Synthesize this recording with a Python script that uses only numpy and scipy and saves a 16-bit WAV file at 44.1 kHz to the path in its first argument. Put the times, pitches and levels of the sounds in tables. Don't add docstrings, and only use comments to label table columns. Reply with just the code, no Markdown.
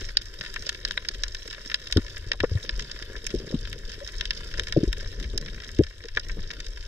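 import sys
import numpy as np
from scipy import signal
from scipy.fft import rfft, irfft
from scipy.io import wavfile
from scipy.ndimage import uniform_filter1d, minimum_filter1d, map_coordinates

SR = 44100
rng = np.random.default_rng(int(sys.argv[2]) if len(sys.argv) > 2 else 0)


def boost(x):
    u = np.asarray(x, float) / 20
    return 10 ** u


def transcribe(signal):
    frames = np.atleast_2d(signal).T
    limited = np.clip(frames, -1, 1)
    pcm = np.round(limited * 32767).astype(np.int16)
    wavfile.write(sys.argv[1], SR, pcm)


N = 302967
SIZE = 4096
HZ = np.fft.rfftfreq(SIZE, 1 / SR)


def evened(x):
    return x / np.sqrt(np.mean(x ** 2) + 1e-20)


def read(points, hz):
    f, value = np.transpose(points)
    return np.interp(np.log(hz + 1), np.log(f + 1), value)


def curve(rows, column):
    rows = np.array(rows)
    return np.interp(np.arange(N) / SR, rows[:, 0], rows[:, column])


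def add(mix, start_s, sound):
    part = mix[..., max(round(start_s * SR), 0):][..., :sound.shape[-1]]
    part += sound[..., :part.shape[-1]]


def causal(db):
    log_gain = np.maximum(db, -100) * np.log(10) / 20
    circle = np.concatenate([log_gain, log_gain[-2:0:-1]])
    return np.exp(log_gain - 1j * signal.hilbert(circle).imag[:len(HZ)])


def wander(hz):
    f = np.fft.rfftfreq(N, 1 / SR)
    return evened(irfft(rfft(rng.standard_normal(N)) * np.exp(-(f / hz) ** 2), N))


def bands(*edges_hz):
    slopes = [1 / (1 + (HZ / edge) ** 8) for edge in edges_hz]
    return np.diff([0 * HZ] + slopes + [1 + 0 * HZ], axis=0)


# start in seconds, peak in dB, then body, edge and sparkle
# over the crack in dB.
SNAPS = [(0.1708, -6, -5.5, 3.5, -15), (0.4106, -19, 3, -1, -28), (0.5607, -19.5, 14, 0, -14),
         (0.6657, -24, 6, 13, -12.6), (0.6919, -12.5, -2.5, -7.5, -8), (0.8505, -11, 5, 11, -12),
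         (0.9091, -13.5, 3, -4, -22), (0.9757, -10.5, 5.5, -23, -21), (1.0868, -13.5, 2.5, 9.5, -3),
         (1.2355, -10.5, 3, 9.5, -8), (1.3474, -20.8, 2, 3.5, -5.5), (1.5463, -24.5, 2, -10, -27.0),
         (1.6993, -18.5, 2.5, -5, -13), (1.7155, -20.5, 4, -4.6, -27), (1.7429, -10.5, -2, -7, -14.5),
         (1.9248, -11.5, -6.5, 0.5, -7), (1.9706, -14, -6, -14, -15), (2.1679, -25, 3, -9, -15.1),
         (2.3169, -12, 4.5, -3.5, -28), (2.3325, -25, 0, -3, -14), (2.4032, -12, 3, -18, -16.5),
         (2.4405, -25, 22, 4, 1), (2.6925, -13.5, -5, -20, -21), (2.7944, -18, 5.5, 4, -10),
         (2.9147, -22.5, 4, 10, -7), (3.2665, -16, 5.5, 9.5, 9.5), (3.7286, -24.5, 1, -12, -6),
         (4.2098, -14.5, -2, -11, -18), (4.2543, -18, -7.5, -5, -15), (4.3076, -10.5, 0, -0.5, -21),
         (4.5397, -23.5, 13, 6, -25), (4.5959, -11.5, 2, -4.5, -8.5), (4.6343, -26, -7, -15, -7),
         (4.6702, -21.5, 8, 2, -17), (4.7242, -14.5, 0.5, -1, -8), (4.9287, -16, -2.2, -9, -5),
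         (5.3778, -12.5, -6, 11, 2), (5.836, -23, 2, 2.5, -16), (6.172, -8.5, 20.5, 1, -15),
         (6.5112, -24.5, 1, 3, -16),
         (0.088, -30, 11, 9, -21), (0.2179, -29, -20, 0.8, -5), (0.4489, -26.5, 7.5, -3, -12.8),
             (0.4615, -25, 4, -8, -20.7), (0.54, -26, 7, 5, 4), (0.6226, -28, -1.1, 7, -5),
             (0.727, -29, 3, 2, -4), (0.7469, -26.5, 5, -3, -10.6), (0.8762, -27, -11, -10.6, -22),
             (0.8846, -27, -5, -1, 0), (0.919, -25, -10, -4, -5), (1.049, -25, 9, 1, -15.2),
             (1.145, -27, 2, -1, -9), (1.281, -26.5, -3, 9, 0), (1.4768, -27.5, 10, 12, 5),
             (1.509, -28, 1, -3, -11), (1.528, -24, 1, 0, -9), (1.6595, -29.5, 6, 14, -2),
             (1.8714, -25, -9, -2, -8), (1.9114, -28, -17.4, 3, -1), (2.179, -30.5, 10, 0, 14),
             (2.429, -31, -2, 8, -15.9), (2.649, -30, 4, -14, -18), (2.805, -29, -15, 3, -24.8),
             (2.823, -29, -4, 7, -5), (3.024, -24.5, 4, 1.5, -6), (3.3484, -29, -9, -2, -4),
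             (3.6515, -26.5, 1.5, -6, -29.9), (4.0753, -25, -11, 16, -7), (4.332, -34, -1.8, -4, -14.5),
             (4.6832, -26.5, 8, 8, -3), (5.1989, -27, -4, -1.4, -5), (5.227, -28, -3, -10, -9),
             (5.461, -26.5, -2, -6, -28), (5.644, -32, -4, -1, -6), (5.6902, -26.5, 2, -24, -14),
             (6.196, -26.5, -7, 6, -5.3), (6.2953, -25.5, 26, 10, -6), (6.5042, -23.5, 9, -1, -21.1),
             (6.6022, -25, 4, 6, -3)]
# start in seconds, peak in dB, tilt from body to sparkle in dB.
TICKS = [(0.2558, -33.5, -3), (0.399, -37, 18), (1.4548, -35, -13), (1.6492, -31, -18), (1.8437, -43, 4),
         (2.2653, -42, -5), (2.273, -38, -2), (2.5833, -39, 14), (2.626, -34, -10), (2.7764, -36, 29),
         (3.163, -28.5, -22), (3.2424, -36, 15.4), (3.2515, -33, -17), (3.3037, -28.5, -11),
         (3.3975, -35.5, -13), (3.464, -35.5, 3), (3.5113, -32, -7), (3.6104, -35.5, 12), (3.698, -38, 33),
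         (3.7874, -35, 11), (3.898, -35, -5), (3.917, -29, -5), (4.0884, -28, -30), (4.1205, -36, 26),
         (4.475, -34, 2), (4.5785, -26, -7), (4.835, -30, -6), (4.97, -30, -33), (4.9814, -33.5, 15),
         (4.999, -32.5, -34), (5.0251, -39, -16), (5.242, -30.5, -26), (5.4124, -30.4, -1),
         (5.4834, -28, -25), (5.5448, -30.5, -14), (5.6013, -28.5, -19), (5.635, -29, -21),
         (5.7151, -36, 17.2), (5.7476, -36, 3), (5.786, -27.5, -12), (5.8665, -32.5, -15), (5.9014, -40, 6),
         (6.038, -31.5, -17), (6.0547, -31, -8), (6.0841, -30, -15), (6.1491, -29.5, -15),
         (6.1626, -28.5, -14), (6.2853, -33, 4), (6.4033, -41, 14), (6.4347, -34.5, -30),
         (6.5352, -30, -14), (6.665, -27, -4), (6.6837, -36, 4), (6.773, -37, -1), (6.8267, -33, -12),
         (2.064, -30, -18), (2.081, -31, -12), (0.012, -30, -30), (0.043, -28.5, -32)]


def snap_colours():
    s, peak_db, tilt_db = np.transpose(TICKS)
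    body_db = 4.5 + 0.06 * tilt_db
    sparkle_db = body_db + tilt_db
    ticks = np.transpose([s, peak_db, body_db, 0.65 * sparkle_db + 8.5, sparkle_db])
    return np.concatenate([SNAPS, ticks])


# snap time in seconds, lifted band in Hz, cancelled band in Hz, depth in dB.
FACES = [(0.171, 4600, 5960, 15.5), (0.692, 6540, 2400, 5), (0.851, 4160, 6400, 10),
         (0.909, 1320, 2380, 7.5), (0.976, 3870, 2880, 6), (1.087, 4600, 5360, 9), (1.699, 5370, 6180, 10),
         (1.743, 4860, 5600, 11), (1.925, 4700, 5160, 11), (1.971, 1450, 2540, 22), (2.317, 5040, 1290, 9),
         (2.693, 5100, 3080, 7), (2.794, 6000, 2520, 3), (3.266, 2500, 4350, 15), (4.21, 5700, 4910, 7),
         (4.308, 2370, 6400, 3), (4.596, 6400, 4750, 6), (4.724, 5950, 6350, 10), (4.929, 5260, 4740, 8),
         (6.172, 3500, 2820, 9)]


def face_echoes(s):
    width_hz = 550
    db = np.zeros((len(s), len(HZ)))
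    for at_s, lifted_hz, cancelled_hz, depth_db in FACES:
        centres_hz = np.array([[lifted_hz], [cancelled_hz]])
        lift, dip = 1 / (1 + (2 * (HZ - centres_hz) / width_hz) ** 2)
        db[abs(s - at_s).argmin()] = depth_db * (lift - dip)
    return boost(db)[:, None]


# frequency in Hz, gain in dB.
WALL = [(300, -8.5), (600, -1), (850, -14), (1300, -1.5), (2500, 2), (6000, -1), (8000, -11.5),
        (10000, -18.5), (13000, -23), (15500, -33), (16300, -41)]
# frequency in Hz, width in Hz, left gain in dB, right gain in dB.
CASE = [(991, 107, 16, 11.5), (915, 77, -5.5, -22), (1110, 27, -7, -4.5), (1452, 49, 6.5, 2),
        (1233, 280, -7, 1), (1747, 350, 13, 5), (2220, 99, -6, 9.5), (2738, 190, 6, -37), (3233, 295, 9, 5),
        (3794, 520, 10, 11.5), (3935, 255, 2.5, -20.5), (4740, 110, 0, 2), (5152, 676, 5.5, 15.5),
        (6820, 1080, -3, 6), (7620, 1040, 6, -6), (8500, 890, 1, -4.5), (12600, 4200, -2, 4)]
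# frequency in Hz, left-right likeness from 0 to 1.
LIKENESS = [(700, 1), (1100, .85), (1800, .98), (2700, .7), (3800, .87), (4500, .4), (5200, .88),
            (6200, .3), (7100, .75), (8000, .4), (8800, .7), (10000, .45), (11500, .62), (13000, .3)]
# frequency in Hz, lead of the right port in radians.
LEAD = [(60, 10.5), (330, 0.5), (550, 0), (800, 2), (1700, .5), (2000, 1.5), (2700, 2.5), (3100, 0.55),
        (3700, 6.5), (4300, 1), (5800, 5.5), (6500, 5.5), (7300, -1.5), (7700, 7), (8500, 6.5)]


def ports():
    bumps = []
    for hz, width_hz, left_db, right_db in CASE:
        bumps.append(np.outer([left_db, right_db], 1 / (1 + (2 * (HZ - hz) / width_hz) ** 2)))
    left_db, right_db = read(WALL, HZ) + sum(bumps)
    late = np.exp(-2j * np.pi * HZ * 64 / SR)
    left = causal(left_db) * late
    right = left * boost(right_db - left_db) * np.exp(1j * read(LEAD, HZ))
    same = np.clip(read(LIKENESS, HZ), 0, 1)
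    return left, same * right, np.sqrt(1 - same ** 2) * right


SPLIT_HZ = (2500, 4400, 7000)


def snaps():
    s, peak_db, body_db, edge_db, sparkle_db = snap_colours().T[..., None]
    ms = np.arange(SIZE // 2) / SR * 1000 - 8
    after = np.maximum(ms, 0)
    far_db = 1.2 * rng.standard_normal((len(s), 1)) - 0.3 * (peak_db + 12) + 0.15 * np.maximum(body_db, 0)
    spread = np.minimum(1.2 * boost(far_db), 2.6)
    draws = rng.standard_normal((len(s), 2, len(ms)))
    small_bubble = boost(-9.0 / (1 + (HZ / 1150) ** 6))
    left, right, own = np.array(ports()) * small_bubble
    echoed = face_echoes(s) / np.sqrt(1 + (HZ / 14500) ** 10)
    levels_db = (body_db - 0.6, 0 * s, edge_db + 0.2, sparkle_db - 0.6)
    earlies = (0.005, 0.01, 0.012, 0.12)
    decays_ms, tails = (1.81, 1.6, 1.05, 0.56), (0.029, 0.06, 0.044, 0.04)
    front = np.exp(np.minimum((np.arange(SIZE) / SR * 1000 - 9.2) / 0.2, 0))
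    sound = 0
    for band, db, early, decay_ms, tail in zip(bands(*SPLIT_HZ), levels_db, earlies, decays_ms, tails):
        attack = np.minimum(after / (0.4 * spread), 1)
        decay = np.exp(-(after / (decay_ms * spread)) ** 0.94) + tail * np.exp(-after / 7.0)
        shape = attack * decay + early * np.exp(-abs(ms) / 1.0)
        z = rfft(draws * shape[:, None], SIZE)
        z = z / uniform_filter1d(abs(z), size=40) ** 0.66
        a, b = np.moveaxis(z, 1, 0)
        part = irfft(np.stack([a * left, a * right + b * own], 1) * band * echoed, SIZE)
        part = part * np.minimum(front + 8 * early, 1)
        sound = sound + part * (boost(db) / abs(part.mean(1)).max(1, keepdims=True))[:, None]
    sound *= (boost(peak_db - 2.0) / abs(sound.mean(1)).max(1, keepdims=True))[:, None]
    out = np.zeros((2, N))
    for start_s, one in zip(s[:, 0], sound):
        add(out, start_s - 0.0095, one[:, :3000])
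    return out


# frequency in Hz, width in Hz, level in dB.
SHELL = [(335, 36, -5), (390, 30, 0), (450, 32, 0), (508, 30, -4), (570, 36, -6)]


def shell_response(modes, leak_db=-93.0, dull_hz=900):
    power = sum(boost(db) ** 2 / (1 + (2 * (HZ - hz) / width_hz) ** 2) for hz, width_hz, db in modes)
    power = power / (1 + (HZ / 670) ** 14) / (1 + (HZ / dull_hz) ** 6)
    blocked = 1 - 0.53 / (1 + ((HZ - 850) / 90) ** 2)
    leak = boost(leak_db) ** 2 / (1 + (HZ / 1350) ** 20) * blocked
    return irfft(causal(10 * np.log10(power + leak)), SIZE)


def struck_shell(bumps):
    out, ms = np.zeros(N), np.arange(SIZE) / SR * 1000
    rubs = rng.standard_normal((len(bumps), SIZE))
    for (s, peak_db, hz, length_ms, hard_db), rub in zip(bumps, rubs):
        fade = np.exp(-(ms / max(1.49 * length_ms, 0.5)) ** 2) + 0.06 * np.exp(-ms / 18)
        rub = rub * np.minimum(ms / 4.7, 1) * fade
        jolt = 0.79 * np.linalg.norm(rub) * np.exp(-2j * np.pi * HZ * 0.00196)
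        push = rfft(rub) - jolt
        scrape = irfft(push / uniform_filter1d(abs(push), size=7))[:SIZE // 2]
        spot = [(hz, 110, 9.0), (170, 140, -0.6 - 1.0 * max(hard_db + 26.5, 0))]
        response = shell_response(SHELL + spot, hard_db + 0.5, 1.09 * hz)
        ring = signal.fftconvolve(scrape, response)[:SIZE]
        ring = ring / (1 + (ms / (length_ms + 13)) ** 5)
        add(out, s, boost(peak_db + 2.5) * ring / abs(ring).max())
    return out


# start in seconds, peak in dB, ring in Hz, scrape length in ms, hardness in dB.
KNOCKS = [(1.962, -13, 375, 3.7, -34), (1.974, -13.5, 310, 8.2, -23.5), (2.399, -36.5, 293, 5.9, -12),
          (2.434, -13.5, 480, 7.4, -12.5), (2.512, -30.5, 457, 3.8, -27), (3.339, -18, 382, 13.5, -49),
          (3.539, -15.5, 238, 13, -30.5), (4.762, -11.5, 535, 5.8, -58), (4.77, -10.5, 330, 12, -61),
          (4.804, -27, 405, 8.6, -42), (4.830, -13.5, 325, 5.2, -49), (4.875, -24, 378, 6.5, -43),
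          (5.790, -7.5, 319, 12.5, -48), (5.797, -17.5, 189, 5.8, -65), (5.804, -12.5, 432, 5, -47),
          (6.170, -29, 497, 8.4, -2), (2.335, -35.5, 480, 8.3, 11)]
# start in seconds, peak in dB, ring in Hz, scrape length in ms.
BRUSHES = [(0.663, -39, 567, 4.9), (2.264, -42, 397, 3.3), (2.308, -38.5, 525, 12), (3.097, -36.5, 457, 29),
           (3.4, -32.5, 405, 24), (3.443, -37.5, 478, 2.5), (3.473, -36, 436, 1.9),
           (3.504, -32.5, 443, 3.6), (3.524, -30.5, 486, 2.6), (4.585, -33, 490, 35), (5.209, -36, 256, 41),
           (5.335, -31.5, 420, 48), (6.042, -39, 450, 8.9), (6.368, -35.5, 433, 14),
           (0.404, -42.5, 197, 11), (6.38, -34.5, 165, 28)]


def knocks():
    brush_hardness_db = -21
    return struck_shell(KNOCKS + [row + (brush_hardness_db,) for row in BRUSHES])


# start in seconds, peak in
# dB, ring in Hz.
NUDGES = [(0.012, -36.5, 430), (0.091, -49, 445), (0.39, -45, 448), (1.101, -42.5, 455), (1.208, -53, 480),
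          (1.453, -40.5, 468), (1.483, -42.5, 416), (1.659, -42, 304), (2.22, -53, 450), (2.551, -37, 500),
          (2.64, -38, 490), (2.779, -41, 460), (2.942, -43, 386), (3.015, -40.5, 350), (3.075, -46, 452),
          (3.143, -38, 487), (3.164, -39, 430), (3.237, -40.5, 441), (3.759, -41, 463), (3.978, -41, 386),
          (4.407, -55, 326), (4.451, -44, 445), (4.786, -39, 404), (4.976, -39, 458), (5.023, -42, 576),
          (5.262, -54, 269)]


def nudges():
    length_ms, hardness_db = 7.6, -19.5
    return struck_shell([row + (length_ms, hardness_db) for row in NUDGES])


# start in seconds, peak in dB, swing in Hz.
SHOVES = [(0.4, -34.5, 101), (0.848, -26.5, 36.2), (1.922, -23, 39.4), (1.961, -10.5, 84),
          (2.249, -38, 33.7), (2.409, -22, 77.4), (2.514, -15.5, 86.5), (2.552, -12.5, 98),
          (2.724, -23, 45.3), (2.766, -25.5, 35), (3.35, -24.5, 44.7), (4.256, -24, 35), (4.576, -36, 46),
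          (4.772, -14, 151), (4.841, -29, 32.8), (4.871, -14.5, 46), (5.249, -23.5, 59.6),
          (5.7951, -6.5, 154), (5.81, -20.5, 72), (2.264, -29.5, 102), (6.369, -46, 32.7), (6.667, -26, 34)]


def shoves():
    out, t = np.zeros(N), np.arange(SIZE * 2) / SR
    for s, peak_db, hz in SHOVES:
        turns = hz * t
        swing = -np.sin(2 * np.pi * turns) * turns * np.exp(-turns / 0.65)
        add(out, s, boost(peak_db - 2.0) * swing / abs(swing).max())
    return out


# start in seconds, peak in dB, pitch in Hz, length in ms.
SOFT_TONES = [
    (4.011, -34.5, 556, 27),
    (6.047, -38, 440, 20),
    (6.167, -32, 440, 15),
]


def soft_tones():
    rise = 0.03
    out = np.zeros(N)
    for s, peak_db, hz, length_ms in SOFT_TONES:
        u = np.arange(0, 1, 1000 / (length_ms * SR))
        note = np.sin(2 * np.pi * np.cumsum(hz * (1 + rise * u)) / SR)
        add(out, s, boost(peak_db) * np.sin(np.pi * u) ** 0.52 * note)
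    return out


# time in seconds, level in dB.
COLONY = [(0.0, 6), (0.13, -1), (0.5, 1.5), (1.34, 0), (2.09, 1.5), (2.41, -4.5), (2.56, 1.5), (3.52, -0.8),
          (4.48, 3), (4.65, 1), (5.66, -1.5), (6.05, -6), (6.3, -2), (6.87, -1)]


def colony():
    level_db, snaps_per_s = -45.5, 320
    size = boost(5.0 * np.minimum(rng.exponential(1, N), 2.3)) * (rng.random(N) < snaps_per_s / SR)
    ms = np.arange(1500) / SR * 1000
    echoes = np.exp(-ms / 1.8) + 0.04 * np.exp(-ms / 8)
    out, case = np.zeros((2, N)), np.array(ports())
    scatters_db = (11.6, 11.6, 11.6, 11.6, 9, 7)
    beds = (0.3, 0.28, 0.28, 0.28, 0.55, 0.85)
    for band, scatter_db, bed in zip(bands(2400, 3400, 4500, 7000, 10500), scatters_db, beds):
        tinted = size * boost(scatter_db * np.clip(rng.standard_normal(N), -2, 1.6))
        crackle = evened(np.sqrt(abs(signal.oaconvolve(tinted ** 2, echoes)[:N])))
        a, b = rng.standard_normal((2, N)) * np.sqrt(crackle ** 2 + bed * boost(2.5 * wander(12.0)))
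        left, right, own = np.roll(irfft(case * band, SIZE), 128, axis=1)[:, :1800]
        right_side = signal.oaconvolve(a, right) + signal.oaconvolve(b, own)
        out += np.array([signal.oaconvolve(a, left), right_side])[:, 192:N + 192]
    turning = np.cumsum(0.022 * wander(7.0))
    at = np.arange(N) + turning - np.linspace(turning[0], turning[-1], N)
    out = np.array([map_coordinates(side, [at], order=3, mode="mirror") for side in out])
    return boost(level_db + curve(COLONY, 1)) * evened(out)


# frequency in Hz, level in dB per Hz.
RUMBLE = [(8.8, -20), (15, 1.5), (27, 1), (43, -0.5), (70, -13), (93, -8.5), (130, -29), (170, -60),
          (290, -120)]
# time in seconds, speed through the water in dB, fidget of the hands in dB.
FLOW = [(0.0, 5, 0.5), (0.53, -6, -0.5), (0.94, -2, 5.5), (1.26, 0, -5), (1.8, -5.5, 2.5), (2.03, 7, -1),
        (2.79, 0, 8), (3.06, 0.5, -1), (3.46, -1.5, 14), (3.74, 6.5, 9), (4.06, 1, -1), (4.3, 2.5, 6),
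        (5.05, 9, 9), (5.43, 6, 15.5), (5.89, 0, -1), (6.12, 0, -7), (6.35, 4.5, 14.5), (6.87, 2.5, -11)]


def flow():
    rumble_db, mount_db, hum_db, hum_share = -39.5, -59.5, -56.5, 0.38
    f = np.fft.rfftfreq(N, 1 / SR)
    eddies = irfft(rfft(rng.standard_normal(N)) * boost(read(RUMBLE, f)), N)
    rumble = evened(eddies * boost(2.5 * wander(9)))
    lumps = rng.standard_normal((2, N)) * boost(2.6 * wander(32))
    mount_response = shell_response([(137.0, 50, 8.2), (217, 47, 0.46)])
    mount = evened(signal.oaconvolve(lumps[0], mount_response)[:N])
    hum = evened(signal.oaconvolve(lumps[1], shell_response(SHELL))[:N])
    speed_db, fidget_db = curve(FLOW, 1), curve(FLOW, 2)
    out = rumble * boost(rumble_db + speed_db) + mount * boost(mount_db + fidget_db)
    return out + hum * boost(hum_db + hum_share * fidget_db)


def scene():
    body = knocks() + soft_tones() + shoves() + flow() + nudges()
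    f = np.fft.rfftfreq(N, 1 / SR)
    left_db = np.interp(f, [250, 450], [1.2, 1.9])
    lead_rad = np.interp(f, [0, 330, 560, 800], [0, 0.15, 0.95, 0.1])
    left = irfft(rfft(body) * boost(left_db), N)
    right = irfft(rfft(body) * boost(-left_db) * np.exp(1j * lead_rad), N)
    return np.array([left, right]) + snaps() + colony()


def starve(x, edge_hz=6500, over_db=7.3):
    hz, _, z = signal.stft(x, SR, nperseg=256, noverlap=128)
    rows, frames = len(hz), z.shape[-1]
    level_db = 10 * np.log10(uniform_filter1d((abs(z) ** 2).mean(0), size=7, axis=0) + 1e-16)
    loudest_db = np.roll(-minimum_filter1d(-level_db[hz > 2600].max(0), size=21), 2)
    hz = hz[:, None]
    slope_db = 0.13 * (hz - edge_hz) / 1000
    patches = rng.standard_normal((rows // 4 + 1, frames // 2 + 1))
    patchy_db = 5.0 * np.kron(patches, np.ones((4, 2)))[:rows, :frames]
    floor_db = uniform_filter1d(level_db, size=200, axis=1)
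    excess_db = 0.65 * (loudest_db - uniform_filter1d(loudest_db, size=400))
    masked = excess_db + slope_db + patchy_db > over_db
    top_hz = np.where(np.repeat(patchy_db[-1, ::2], 8)[:frames] > 2.5, 14500, 15900)
    masked |= hz > top_hz
    dropped = masked & (hz > edge_hz) & (level_db < floor_db + 6.0)
    dropped |= (hz > 15850) & (loudest_db < np.median(loudest_db) + 17)
    dropped |= hz > 16400
    return signal.istft(z * np.where(dropped, 0.03, 1), SR, nperseg=256, noverlap=128)[1][:, :N]


def roll_off(x):
    return signal.sosfilt(signal.butter(12, 16470, fs=SR, output="sos"), x)


def record(dry):
    finished = starve(dry)
    return roll_off(finished)


dry = scene()
out = record(dry)
transcribe(out)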